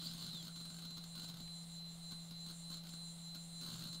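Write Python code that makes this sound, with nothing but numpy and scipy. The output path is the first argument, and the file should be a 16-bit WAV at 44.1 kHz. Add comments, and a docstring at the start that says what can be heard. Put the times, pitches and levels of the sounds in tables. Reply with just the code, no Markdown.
"""A computer with several hard disks runs in a small room: hum, fan air, thin beating spindle whines.
From the start one disk's heads seek in irregular bursts, each seek a tiny rasp and a soft case thump.
In the first half second something ticks, scuffs and squeaks thinly. Near 1.5 s the heads rest and
two faint clicks follow, the first with a soft knock. Scattered seeks resume at 2.1 s; from 3.6 s a
dense run shakes the case into a low drone."""
import sys
import numpy as np
from scipy import signal
from scipy.fft import rfft, irfft
from scipy.io import wavfile

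SR = 44100
rng = np.random.default_rng(int(sys.argv[2]) if len(sys.argv) > 2 else 0)


def inscribe(sig):
    """Save sig as 16-bit PCM at rate SR to the path in sys.argv[1].

    A 1-D sig is mono; a 2-D sig holds one channel per row.
    Samples are clipped to [-1, 1] before scaling.
    """
    pcm = np.round(np.clip(np.atleast_2d(sig).T, -1, 1) * 32767)
    wavfile.write(sys.argv[1], SR, pcm.astype(np.int16))


N = 176400
T = np.arange(N) / SR
TURN_HZ, BAND_LIMIT_HZ = 90.18, 15720

# fan and platter air: freq_hz, density_db
AIR_SPECTRUM = [(20, -84.5), (45, -89), (90, -95.5), (210, -94), (280, -101), (450, -103), (620, -99),
                (780, -98), (950, -104), (1100, -102), (1800, -109), (2700, -108), (3300, -102),
                (3800, -94), (4150, -92.5), (4500, -100), (4900, -108), (5700, -110), (6400, -110),
                (7400, -108), (8000, -106), (9000, -106.5), (10000, -110), (11000, -112), (11800, -118),
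                (13500, -114), (15500, -115.5)]
# throbbing hiss: freq_hz, gain_db
THROB_SPECTRUM = [(4500, -53), (5700, -13), (6400, -8), (7300, -10), (7700, -6), (9000, -47.5)]
# disks at nearly equal speed: beat_hz, swell_at_s, twin_gain_db, [(pitch_hz, level_db)]
WHINE_PAIRS = [(3.33, .017, -3.9, [(4058.15, -57.3), (4253.5, -71.5)]), (5.97, .073, -4.8, [(6912, -79.5),
               (7231, -78.5), (7304.68, -67.6), (7450, -79)]), (6.69, .055, -12, [(7973, -78.5),
               (8059, -77), (8116.3, -74.8)]), (2.08, .18, -8, [(8675.97, -69.2), (8927.9, -74.6)]),
               (8.05, .04, -13, [(9738, -80), (9834, -83)]), (10.84, .025, -13, [(9943, -84.5),
               (10020, -76.8)]), (5.26, .053, -12, [(6508, -81.5), (14610, -87)])]
# motor and bearing whines: pitch_hz, level_db
LONE_WHINES = [(2067, -85), (2790, -84.5), (2890, -86), (4870, -85), (6380, -83.5), (7607, -82.5),
               (10541, -83.5), (12139, -90.5), (12166, -89), (12242, -89.5), (12974, -91), (13076, -90),
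               (14104, -91)]
# high harmonics of the platter rate: pitch_hz, level_db
OVERTONE_LEVELS = [(5500, -97), (7000, -91.5), (9300, -92), (11000, -96), (12500, -102), (13800, -96.5),
                   (15600, -98)]
# treble of the whir: time_s, gain_db
TREBLE_GAIN = [(0, 0), (.55, -1), (.7, 1), (.82, -1), (.89, -6), (.95, -2), (1.01, -6), (1.12, 0),
               (1.26, 1), (1.35, -6), (1.47, 0), (1.76, 0), (1.84, -8), (1.92, -1), (2.18, 0), (2.27, -2),
               (2.34, -7), (2.43, 0), (2.6, 2), (2.76, 1), (2.83, -8), (2.91, 1), (3.15, 2.5), (3.33, -1),
               (3.45, 1.5), (3.7, 2), (4, 0)]
# case drone: time_s, level_db
DRONE_ENVELOPE = [(0, -73), (.3, -63.5), (.55, -77), (1.1, -82), (1.35, -65), (1.55, -84), (3.58, -81),
                  (3.68, -63), (3.79, -61), (3.88, -61.5), (4, -83)]
# soft knock: start_s, level_db, pitch_hz, rise_s
SOFT_KNOCK = (1.462, -63, 76, .016)
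# ticks and clicks: start_s, level_db, centre_hz, decay_s
CLICK_EVENTS = [(.0412, -49.5, 12000, .0014), (.05, -59.5, 10500, .016), (1.4778, -50.8, 2700, .0022),
                (1.6305, -56.5, 4600, .0013)]
# scuffing: time_s, level_db
SCUFF_ENVELOPE = [(0, -57), (.06, -52), (.16, -59), (.24, -54.5), (.31, -57.5), (.4, -60.5), (.5, -73)]
# scuffing: freq_hz, gain_db
SCUFF_SPECTRUM = [(1500, -21), (2500, -18.5), (3000, -6.5), (4200, 3.5), (5200, -11), (7000, -20),
                  (15000, -20)]
# thin squeaks: jitter_ratio, [(time_s, pitch_hz, level_db)]
SQUEAK_GLIDES = [(0.0244, [(.035, 4450, -63), (.062, 4680, -51.5), (.073, 4420, -47), (.08, 4360, -72)]),
                 (.022, [(.068, 4970, -68), (.1, 5000, -59), (.15, 4970, -78)]),
                 (0.0084, [(.295, 4000, -59), (.33, 3820, -57), (.358, 3670, -50.5), (.385, 3480, -56),
                 (.42, 3230, -61), (.432, 3240, -71)])]
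# drive shell response: freq_hz, gain_db
SHELL_RESPONSE = [(150, -30), (330, -3.5), (420, -21), (530, -11.5), (800, -20), (1100, -11), (1550, -9.5),
                  (1800, -23.5), (2550, -19), (2850, -11.5), (3400, -9), (3900, -1.9), (4350, 4.1),
                  (4750, -12), (5300, -11.5), (5700, -20), (6450, -10), (7200, -19), (9000, -19),
                  (10900, -19), (11800, -24.5), (12600, -35), (13400, -33), (15500, -53)]
# ring of the braking arm: freq_hz, gain_db
ARM_RESPONSE = [(9000, -40), (12600, -24), (13300, -4), (13950, 0), (14450, -4), (15500, -9)]
# case modes: pitch_hz, gain_db, t60_s
CASE_MODES = [(125.1, -17.5, 0.18), (149.5, -20, 0.096), (186.5, 5, 0.06), (222, -3.5, 0.1),
              (291, -12, 0.065), (342, -15, 0.14)]
# head seeks: start_s, drive_db, thump_db
HEAD_SEEKS = [(0.0187, -52, -73), (0.0269, -51, -66), (0.048, -56.5, -63), (0.0591, -50, -53),
              (0.0707, -51, -60), (0.0953, -54, -51), (0.1128, -53, -60), (0.1243, -57, -64),
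              (0.1368, -48, -61), (0.1474, -50, -53), (0.1813, -50, -58), (0.189, -57, -70),
              (0.2, -51, -60), (0.21, -51, -67), (0.2248, -49.5, -67), (0.234, -55, -68),
              (0.2442, -52, -49.5), (0.2643, -49.5, -53), (0.2815, -59, -56), (0.292, -54, -57),
              (0.332, -50.5, -50), (0.3464, -50, -51), (0.3718, -53, -72), (0.427, -48.5, -62),
              (0.4427, -52.5, -61), (0.4521, -49, -62), (0.4699, -50.5, -55), (0.4812, -49, -65),
              (0.5612, -52, -55.5), (0.5726, -55, -73), (0.6034, -52.5, -60), (0.6111, -53, -55),
              (0.654, -50.5, -58.5), (0.702, -52.5, -52), (0.744, -54, -62), (0.7665, -54, -59),
              (0.7867, -51, -71), (0.7945, -55, -74), (0.822, -51, -66), (0.8395, -52.5, -57),
              (0.8522, -49.5, -54), (0.907, -50, -53.5), (0.9716, -49, -54), (0.9809, -50.5, -53.5),
              (1.04, -50.5, -75), (1.154, -49, -73), (1.1621, -54, -53), (1.1778, -50, -60),
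              (1.1859, -55, -57), (1.1976, -48.5, -75), (1.2216, -51.5, -78), (1.233, -49, -52.5),
              (1.245, -47.5, -66), (1.282, -51, -68), (1.289, -51, -61), (1.2984, -48.5, -55.5),
              (1.3413, -51.5, -65), (1.3713, -51, -59), (1.4039, -50.5, -50.5), (2.112, -54, -66),
              (2.1209, -49.5, -50.5), (2.311, -49.5, -52), (2.465, -51.5, -55.5), (2.4867, -51, -68),
              (2.4996, -49, -79), (2.5102, -51.5, -64), (2.7027, -49.5, -54.5), (2.7167, -50, -62),
              (2.7276, -52, -75), (2.7422, -48.5, -72), (2.7706, -50.5, -64), (2.8362, -53.5, -60),
              (2.8522, -55, -69), (2.8705, -51, -68), (2.8921, -51, -58), (2.9372, -51.5, -55),
              (3.3488, -48.5, -82), (3.3559, -50.5, -54), (3.6125, -48.5, -56), (3.6225, -51, -56),
              (3.6342, -48.5, -53), (3.6477, -51, -61), (3.6625, -48, -59), (3.675, -51.5, -59),
              (3.687, -47, -53), (3.7019, -48.5, -58), (3.7176, -50, -55), (3.7307, -50.5, -53),
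              (3.7403, -48, -58), (3.7583, -47, -57), (3.782, -52, -67), (3.795, -48.5, -66),
              (3.8081, -49.5, -57), (3.8223, -46.5, -57), (3.8392, -48.5, -60), (3.8543, -51, -49.5),
              (3.873, -49.5, -57), (3.887, -52.5, -64), (3.9302, -49, -66), (3.9468, -49, -56)]


def amp(db):
    return 10 ** (np.asarray(db) / 20)


def db_at_hz(curve, hz):
    freq_hz, db = np.transpose(curve)
    return np.interp(np.log(hz + 1), np.log(freq_hz + 1), db)


def db_over_time(curve, **ends):
    return np.interp(T, *np.transpose(curve), **ends)


def add(mix, start_s, sound):
    part = mix[max(round(start_s * SR), 0):][:len(sound)]
    part += sound[:len(part)]


def wander(cutoff_hz):
    """Smooth random motion, unit RMS."""
    hz = np.fft.rfftfreq(N, 1 / SR)
    motion = irfft(rfft(rng.standard_normal(N)) / (1 + (hz / cutoff_hz) ** 4) * (hz > 0), N)
    return motion / np.sqrt(np.mean(motion ** 2) + 1e-20)


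def colour(x, spectrum, size=4096):
    """Minimum-phase filter, unit energy."""
    log_gain = np.log(amp(db_at_hz(spectrum, abs(np.fft.fftfreq(size, 1 / SR)))))
    impulse = np.fft.ifft(np.exp(np.conj(signal.hilbert(log_gain)))).real[:size // 2]
    return signal.oaconvolve(x, impulse / np.linalg.norm(impulse))[:N]


def tone(pitch_hz, level_db, drift_hz=.04, delay_s=0):
    """Sinusoid with slight pitch drift."""
    cycles = pitch_hz * (T - delay_s) + np.cumsum(drift_hz * wander(4.5)) / SR
    return np.sqrt(2) * amp(level_db) * np.cos(2 * np.pi * cycles)


def room(x, gain_db=-2.5, t60_s=.15):
    """Short diffuse tail from the case and nearby walls."""
    t = np.arange(16384) / SR
    tail = rng.standard_normal(len(t)) * (t > .003) * np.exp(-np.log(1000) * t / t60_s)
    return amp(gain_db) * signal.oaconvolve(x, tail / np.linalg.norm(tail))[:N]


def fans(swell_db=.2, hiss_db=-77):
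    """Even rush of air, a clean hum, and hiss throbbing at the second whine pair's beat."""
    air_gain = amp(db_at_hz(AIR_SPECTRUM, np.fft.rfftfreq(N, 1 / SR))) * np.sqrt(SR / 2)
    air = irfft(rfft(rng.standard_normal(N)) * air_gain, N) * amp(swell_db * wander(15.6))
    hiss = amp(hiss_db) * colour(rng.standard_normal(N), THROB_SPECTRUM)
    beat_hz, swell_at_s, _, _ = WHINE_PAIRS[1]
    throb = 1 + .9 * np.cos(2 * np.pi * beat_hz * (T - swell_at_s))
    hum = tone(pitch_hz=167.89, level_db=-54) * (1 + .02 * wander(20))
    return air + hiss * throb + hum


def spindles():
    """Whines flutter with each platter turn; paired disks beat against each other."""
    out = np.zeros(N)
    for beat_hz, swell_at_s, twin_gain_db, lines in WHINE_PAIRS:
        for pitch_hz, level_db in lines:
            faster = tone(pitch_hz, level_db, delay_s=swell_at_s)
            slower = tone(pitch_hz - beat_hz, level_db + twin_gain_db, delay_s=swell_at_s)
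            out += (faster + slower) * (1 + .06 * wander(123))
    for pitch_hz, level_db in LONE_WHINES:
        out += tone(pitch_hz, level_db, drift_hz=3.16)
    return out * (1 + .07 * np.sin(2 * np.pi * TURN_HZ * T))


def platter_overtones(spread_db=3):
    """Comb of faint, uneven whistles at multiples of the turning rate."""
    lines_hz = np.arange(OVERTONE_LEVELS[0][0] // TURN_HZ, BAND_LIMIT_HZ // TURN_HZ) * TURN_HZ
    level_db = db_at_hz(OVERTONE_LEVELS, lines_hz) + spread_db * rng.standard_normal(len(lines_hz))
    bins = np.round(lines_hz * N / SR).astype(int)
    spectrum = np.zeros(N // 2 + 1, complex)
    spectrum[bins] = amp(level_db) * np.exp(2j * np.pi * rng.random(len(bins)))
    return irfft(spectrum, N) * N / np.sqrt(2)


def waver_treble(x, low_hz=6460, high_hz=10200):
    """The treble swells and dips briefly."""
    hz = np.fft.rfftfreq(N, 1 / SR)
    bandpass = 1 / (1 + (hz / high_hz) ** 20) - 1 / (1 + (hz / low_hz) ** 20)
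    treble = irfft(rfft(x) * bandpass, N)
    return x + treble * (amp(db_over_time(TREBLE_GAIN)) - 1)


def case_drone():
    """The two lowest case modes boom, on an envelope timed to the long seek runs."""
    modes = sum(tone(pitch_hz, 0, drift_hz=4.63) for pitch_hz, _, _ in CASE_MODES[:2])
    return amp(db_over_time(DRONE_ENVELOPE)) * modes


def knock():
    """One soft, low bump."""
    start_s, level_db, pitch_hz, rise_s = SOFT_KNOCK
    age_s = np.maximum(T - start_s, 0)
    envelope = age_s / rise_s * np.exp(1 - age_s / rise_s)
    return amp(level_db) * envelope * np.sin(2 * np.pi * pitch_hz * age_s)


def clicks(rolloff_db_per_oct2=15):
    """Brief noise bursts with no ring."""
    out = np.zeros(N)
    hz = np.geomspace(200, 16000, 30)
    for start_s, level_db, centre_hz, decay_s in CLICK_EVENTS:
        burst = rng.standard_normal(N) * (T >= start_s) * np.exp(-abs(T - start_s) / decay_s)
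        gain_db = -np.minimum(rolloff_db_per_oct2 * np.log2(hz / centre_hz) ** 2, 50)
        out += amp(level_db) * colour(burst, np.c_[hz, gain_db])
    return out


def scuff(flicker_db=1):
    """Light, uneven scuffing noise."""
    noise = colour(rng.standard_normal(N), SCUFF_SPECTRUM)
    return noise * amp(db_over_time(SCUFF_ENVELOPE, right=-140) + flicker_db * wander(90))


def squeaks(flicker_db=1.8):
    """Short, unsteady gliding tones."""
    out = np.zeros(N)
    for jitter_ratio, glide in SQUEAK_GLIDES:
        time_s, pitch_hz, level_db = np.transpose(glide)
        glide_hz = np.interp(T, time_s, pitch_hz) * (1 + jitter_ratio * wander(400))
        envelope = amp(np.interp(T, time_s, level_db, left=-140, right=-140) + flicker_db * wander(170))
        out += np.sqrt(2) * envelope * np.sin(2 * np.pi * np.cumsum(glide_hz) / SR)
    return out


def head_seeks(size=8192):
    """Each seek rasps the shell (push, brake), crackles as it settles, rings the arm, kicks the case."""
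    push_lead_s, push_s, brake_s, brake_decay_s = .0021, .002, .002, .001
    corrections_per_s, settle_decay_s = 650, .015
    arm_lead_s, arm_rise_s, arm_decay_s = .0005, .0024, .0017
    recoil_delay_s, recoil_rise_s = .0005, .004
    t = np.arange(size) / SR
    push = amp(-1) * np.exp(-(t / push_s) ** 4)
    brake = np.exp(-np.maximum(t - brake_s, 0) / brake_decay_s)
    settle = amp(-10) * np.exp(-t / settle_decay_s) * np.sqrt(SR / corrections_per_s)
    ring = np.minimum(t / arm_rise_s, 1) * np.exp(-np.maximum(t - arm_rise_s, 0) / arm_decay_s)
    modes = sum(amp(gain_db) * np.exp(-np.log(1000) * t / t60_s) * np.sin(2 * np.pi * pitch_hz * t)
                for pitch_hz, gain_db, t60_s in CASE_MODES)
    recoil = np.minimum(t / recoil_rise_s, 1) * modes
    rasp, arm, thump = np.zeros((3, N))
    for start_s, drive_db, thump_db in HEAD_SEEKS:
        push_noise, brake_noise, arm_noise, settle_noise = amp(drive_db) * rng.choice([-1, 1], (4, size))
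        corrections = rng.random(size) < corrections_per_s / SR
        add(rasp, start_s - push_lead_s, push_noise * push)
        add(rasp, start_s, brake_noise * brake)
        add(rasp, start_s + brake_s, settle_noise * settle * corrections)
        add(arm, start_s - arm_lead_s, arm_noise * ring)
        add(thump, start_s + recoil_delay_s, rng.choice([-1, 1]) * amp(thump_db) * recoil)
    return amp(-1.2) * colour(rasp, SHELL_RESPONSE), amp(-6.5) * colour(arm, ARM_RESPONSE), thump


def scene():
    """Whir, small noises and seeks with a little room; mono."""
    rasp, arm, thump = head_seeks()
    ticks = clicks()
    whir = waver_treble(fans() + spindles() + platter_overtones())
    seeking = rasp + arm + thump + case_drone()
    small_noises = scuff() + squeaks() + ticks + knock()
    reverb = room(rasp + .5 * ticks + .25 * arm)
    return (whir + small_noises + seeking + reverb)[None]


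def record(dry):
    """Steep low-pass at the band limit."""
    lowpass = signal.firwin(1023, BAND_LIMIT_HZ, window=("kaiser", 9), fs=SR)
    return signal.oaconvolve(dry, lowpass[None], "same")


dry = scene()
out = record(dry)
inscribe(out)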